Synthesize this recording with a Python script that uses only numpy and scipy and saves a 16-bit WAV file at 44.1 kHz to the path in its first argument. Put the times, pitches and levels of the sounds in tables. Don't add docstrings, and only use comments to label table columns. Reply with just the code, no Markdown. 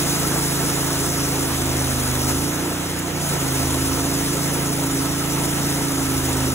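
import sys
import numpy as np
from scipy import signal
from scipy.fft import rfft, irfft
from scipy.io import wavfile
from scipy.ndimage import uniform_filter1d

SR = 44100
rng = np.random.default_rng(int(sys.argv[2]) if len(sys.argv) > 2 else 0)


def wav_record(signal):
    frames = np.transpose(np.atleast_2d(signal))
    bounded = np.clip(frames, -1, 1)
    quanta = np.round(bounded * 32767).astype(np.int16)
    wavfile.write(sys.argv[1], SR, quanta)


N = 288414

# (frequency [Hz], likeness [0-1], right over left [dB], phase lag of the right [turns])
STEREO_CHANNELS = [(0, .75, .8, 0), (60, .65, 1.4, -.01), (110, .65, 2.1, 0), (170, .7, 3, -.015),
                   (280, .75, 3.8, -.012), (420, .8, 2.2, 0), (520, .75, 1.2, .035), (700, .75, 2.7, .03),
                   (1100, .77, .2, .03), (1300, .76, 0, -.04), (1800, .54, 1.2, .06), (2300, .33, 2, .24),
                   (2700, .33, .3, .3), (3600, .52, -.2, .29), (4300, .78, -.2, .45), (4600, .84, 0, .5),
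                   (15400, .83, 0, 3)]
# (frequency [Hz], density [dB per Hz])
ROAR_SPECTRUM = [(15, -30), (35, -7), (60, -3), (95, -5), (150, 0.5), (180, -5.5), (205, -3), (240, .5),
                 (280, 1), (350, 2.5), (410, -1), (480, 0.5), (600, -3.5), (1000, -4.5), (1150, -7),
                 (1700, -8), (2300, -9.5), (3300, -11), (4500, -24), (9000, -20.5)]
# (frequency [Hz], width [Hz], level against the roar [dB])
PANEL_MODES = [(352, 14, -15), (685, 50, -17), (900, 51, -23), (1305, 98, -15.5), (2073, 48, -24),
               (2810, 16, -28)]
# (time [s], panel frequency [Hz], rise [dB], half width [s])
PANEL_RINGS = [(1.02, 352, 5, .06), (1.42, 352, 5, .05), (1.62, 352, 6, .07), (2.6, 352, 6, .08),
               (3.32, 352, 9, .06), (4.05, 352, 5, .15), (3.45, 685, 3, .3), (5.6, 900, 7, .35),
               (3.97, 1305, 6, .04), (5.32, 1305, 4, .06)]
# (frequency [Hz], density [dB per Hz])
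CUT_SPECTRUM = [(1500, -5), (3000, -13.5), (3700, -2), (4300, -2.5), (4750, -3), (5600, 0.5), (7000, 1),
                (7800, 0.5), (9000, 0), (10300, 0.5), (11000, -1), (11700, -6), (12500, -3), (14500, -7.5),
                (16000, -3)]
# (frequency [Hz], width [Hz], level against the hiss [dB])
BLADE_MODES = [(5000, 160, -22), (6300, 180, -24.5), (8340, 200, -16.5), (9650, 200, -16)]
# (time [s], bite of the blade [dB])
FEED_BITE = [(0, -23.5), (.7, -24.5), (1.1, -25.5), (2.2, -26), (2.4, -27), (2.6, -27.5), (2.78, -29),
             (3.16, -29.5), (3.24, -26.5), (3.7, -26), (4.45, -26), (4.7, -27), (5.1, -27.5), (5.5, -25.5),
             (5.9, -27), (6.3, -25.5), (6.54, -27.5)]
# (time [s], blade [dB], machine [dB], half width [s])
NOISE_SWELLS = [(2.21, 1, 0.5, 0.012), (2.295, 4, 2, .03), (2.47, 2, -1.5, .01), (2.992, 5.5, -2, .006),
                (3.27, 0.5, 0, .03), (3.33, 0.5, 1.5, 0.033), (3.38, -2, 0.5, .02), (3.6, 1.5, 0.5, .037),
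                (3.86, 1.5, -0.5, 0.033), (4.6, -1, 2, 0.047)]
# (time [s], firing cycles [Hz])
ENGINE_SPEED = [(0, 27.8), (.53, 27.8), (.69, 27.7), (.95, 27.2), (1.04, 27.2), (1.13, 27.5), (1.22, 27.5),
                (1.53, 26.7), (1.88, 26.3), (2.09, 25.5), (2.24, 26), (2.33, 26.7), (2.5, 28.9),
                (2.55, 29.4), (2.62, 29.6), (2.9, 29.9), (3.15, 29.5), (3.28, 29.1), (3.35, 28),
                (3.42, 27.3), (3.5, 26.7), (3.57, 26.6), (3.81, 26.6), (3.92, 26.8), (4.06, 27.3),
                (4.28, 27.5), (4.57, 28), (4.72, 27.9), (4.83, 27.4), (4.9, 27.2), (5.01, 27.2),
                (5.1, 27.6), (5.5, 28), (5.61, 28.3), (5.77, 27.9), (6.01, 27), (6.32, 26.4), (6.54, 26.1)]
LISTED_SPEEDS = [25.6, 26.2, 26.7, 27.3, 27.8, 28.5, 29.2, 29.8]
# (multiple of the cycle, rms level at each listed speed [dB] x 8, growth through the cut [dB per s])
EXHAUST_MULTIPLES = [(1, -57, -57, -54, -52, -53, -54, -57, -57, 0),
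                     (2, -36, -36, -37, -40, -40, -40, -40, -41, 0),
                     (3, -30, -30, -29, -35, -37.5, -36, -35.5, -36, 0),
                     (4, -52, -52, -52, -50, -48, -48, -45, -42, 0),
                     (5, -25.5, -24.5, -26.5, -28.5, -27.5, -26.5, -29.5, -33.5, 0),
                     (6, -39, -44, -39.5, -32.5, -30, -30, -33.5, -33.5, 0),
                     (7, -44, -42, -42, -39.5, -41, -42, -48, -48, 0),
                     (8, -50, -44, -44, -49, -41, -38.5, -37, -42, 0),
                     (9, -35, -35.5, -39, -42, -35, -34, -35, -34.5, 0),
                     (10, -33, -31, -29.5, -28.5, -32, -32.5, -34, -35.5, .7),
                     (11, -38, -33, -34, -32.5, -32.5, -34, -37, -39, .25),
                     (12, -34.5, -34.5, -34.5, -36, -37.5, -41, -41, -46, 0),
                     (13, -45, -43, -35.5, -41, -41, -41, -45, -49, 0),
                     (15, -39, -39.5, -38, -37, -38, -39, -45, -50, 0)]
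SWING_REVERSALS = [4.5, 10.5, 12.5]
# (time [s], level [dB], half width [s])
BARK_CHOKE = (3.32, -12, .11)

EDGE_HZ = 15730
CLATTER_DB, USUAL_BITE_DB = -27.5, -27.5
CLATTER_SHARE = .45
WHEEL_TURNS, WHEEL_DB = .553, .3
SECOND_FIRING = .65
JOLT_SPREAD_DB = 5
CYCLE_WANDER = .002
FIRST_UPPER = 8.5
LAST_SLOW, SLOW_S = 3.5, .045
BOOM_DB, BARK_DB = -1, -1
CHOKE_BOOM_SHARE = -.13
BARK_DB_PER_HZ_S, BARK_LAG_S = .46, .09
STEADY_HZ_PER_S = 1.5


def amp(db):
    return 10 ** (np.asarray(db) / 20)


def evened(x):
    return x / np.sqrt(np.mean(x ** 2) + 1e-20)


def curves(rows):
    seconds, *columns = np.transpose(rows)
    t = np.arange(N) / SR
    return [np.interp(t, seconds, column) for column in columns]


def bump(s, db, half):
    return db * np.exp(-((np.arange(N) / SR - s) / half) ** 2)


def trailing(x, lag_s):
    keep = np.exp(-1 / (lag_s * SR))
    return x[0] + signal.lfilter([(1 - keep) ** 2], [1, -2 * keep, keep ** 2], x - x[0])


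def drift(hz):
    count = N // 64 + 2
    roll_off = 1 + (np.fft.rfftfreq(count, 64 / SR) / hz) ** 4
    slow = irfft(rfft(rng.standard_normal(count)) / roll_off, count)
    return np.interp(np.arange(N) / 64, np.arange(count), evened(slow))


def noise(spectrum, patchy_db, flicker_db):
    frames = N // 128 + 5
    real, imaginary, patches = rng.standard_normal((frames, 257, 3)).T
    patches = uniform_filter1d(patches, size=8, axis=0)
    patches = evened(uniform_filter1d(patches, size=14, axis=1))
    flicker = evened(uniform_filter1d(rng.standard_normal(frames), size=5))
    frame_spectra = (real + 1j * imaginary) * amp(patchy_db * patches + flicker_db * flicker)
    white = signal.istft(frame_spectra, nperseg=512, noverlap=384)[1][:N]
    f, db = np.transpose(spectrum)
    colour = amp(np.interp(np.log(np.fft.rfftfreq(N, 1 / SR) + 1), np.log(f), db))
    return evened(irfft(rfft(white) * colour, N))


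def ringing(modes, swell_db):
    hz, out = np.fft.rfftfreq(N, 1 / SR), np.zeros(N)
    for centre_hz, width_hz, db in modes:
        resonance = 1 / (1 + ((hz - centre_hz) / width_hz * 2) ** 2)
        ring = evened(irfft(rfft(rng.standard_normal(N)) * resonance, N))
        rings_db = sum(bump(s, more_db, half)
                       for s, panel_hz, more_db, half in PANEL_RINGS if panel_hz == centre_hz)
        out += amp(db + rings_db + swell_db * drift(11.0)) * ring
    return out


def work():
    bite_db = curves(FEED_BITE)[0]
    clatter_db = CLATTER_DB + CLATTER_SHARE * (bite_db - USUAL_BITE_DB)
    for s, blade_db, machine_db, half in NOISE_SWELLS:
        bite_db = bite_db + bump(s, blade_db, half)
        clatter_db = clatter_db + bump(s, machine_db, half)
    return bite_db, clatter_db


def machine(jolts):
    roar = noise(ROAR_SPECTRUM, patchy_db=1.5, flicker_db=.5) + ringing(PANEL_MODES, swell_db=2.5)
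    rattle = 1 + .35 * uniform_filter1d(jolts, size=150)
    return amp(work()[1]) * roar * rattle


def blade(speed, jolts):
    bite_db = work()[0]
    throb_db = WHEEL_DB * np.sin(2 * np.pi * WHEEL_TURNS * np.cumsum(speed) / SR)
    hiss = noise(CUT_SPECTRUM, patchy_db=1.7, flicker_db=.9) + ringing(BLADE_MODES, swell_db=3.2)
    mellow = signal.sosfilt(signal.butter(2, 9500, "low", fs=SR, output="sos"), hiss)
    dull = np.clip((-27.5 - bite_db) * .12, 0, .45)
    jerked = hiss * (1 + 1.4 * jolts)
    return amp(bite_db + throb_db) * ((1 - dull) * jerked + dull * mellow)


def firings(speed):
    cycle = np.cumsum(speed) / SR - .43

    def jolt(at):
        return np.exp(-((cycle - at) % 1) / .05)

    load = np.clip((29.8 - speed) / 7.3, 0, 1)
    strength = amp(JOLT_SPREAD_DB * np.tanh(drift(18)))
    return load * strength * (jolt(0) + .39 * jolt(SECOND_FIRING))


def bark(speed):
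    gaining = trailing(np.gradient(speed) * SR, BARK_LAG_S) - STEADY_HZ_PER_S
    return BARK_DB + BARK_DB_PER_HZ_S * np.maximum(gaining, 0) + bump(*BARK_CHOKE)


def exhaust(speed):
    t, out = np.arange(N) / SR, np.zeros(N)
    bark_db, slow_speed, choke_db = bark(speed), trailing(speed, SLOW_S), bump(*BARK_CHOKE)
    cycle = np.cumsum(speed) / SR + CYCLE_WANDER * drift(3.6)
    for k, *dbs, grows_db in EXHAUST_MULTIPLES:
        lag = .34 + 3.05 * np.log(np.cosh((k - 2.5) / 3.5))
        lag += .5 * np.sum(k > np.array(SWING_REVERSALS))
        if k < FIRST_UPPER:
            effort_db = BOOM_DB + CHOKE_BOOM_SHARE * (k > LAST_SLOW) * choke_db
        else:
            effort_db = bark_db
        heard_speed = slow_speed if k < LAST_SLOW else speed
        level_db = np.interp(heard_speed, LISTED_SPEEDS, dbs) + effort_db + grows_db * t
        level_db = level_db + .05 * k * drift(2.2)
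        phase = 2 * np.pi * (k * cycle - lag) + .007 * k * drift(5)
        out += np.sqrt(2) * amp(level_db) * np.cos(phase)
    return out


def scene():
    speed = curves(ENGINE_SPEED)[0]
    note, jolts = exhaust(speed), firings(speed)
    first, second = (machine(jolts) + blade(speed, jolts) for _ in range(2))
    f, *columns = np.transpose(STEREO_CHANNELS)
    hz = np.fft.rfftfreq(N, 1 / SR)
    same, over_db, turns = (np.interp(hz, f, column) for column in columns)
    same = np.clip(same, 0, 1)
    left = rfft(note + first) / amp(over_db)
    right = rfft(note) + same * rfft(first) + np.sqrt(1 - same ** 2) * rfft(second)
    right = right * np.exp(-2j * np.pi * turns)
    return np.array([irfft(left, N), irfft(right, N)])


def record(dry):
    low_pass = signal.firwin(2047, EDGE_HZ, window=("kaiser", 9), fs=SR)
    return signal.oaconvolve(dry, low_pass[None], "same")


dry = scene()
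out = record(dry)
wav_record(out)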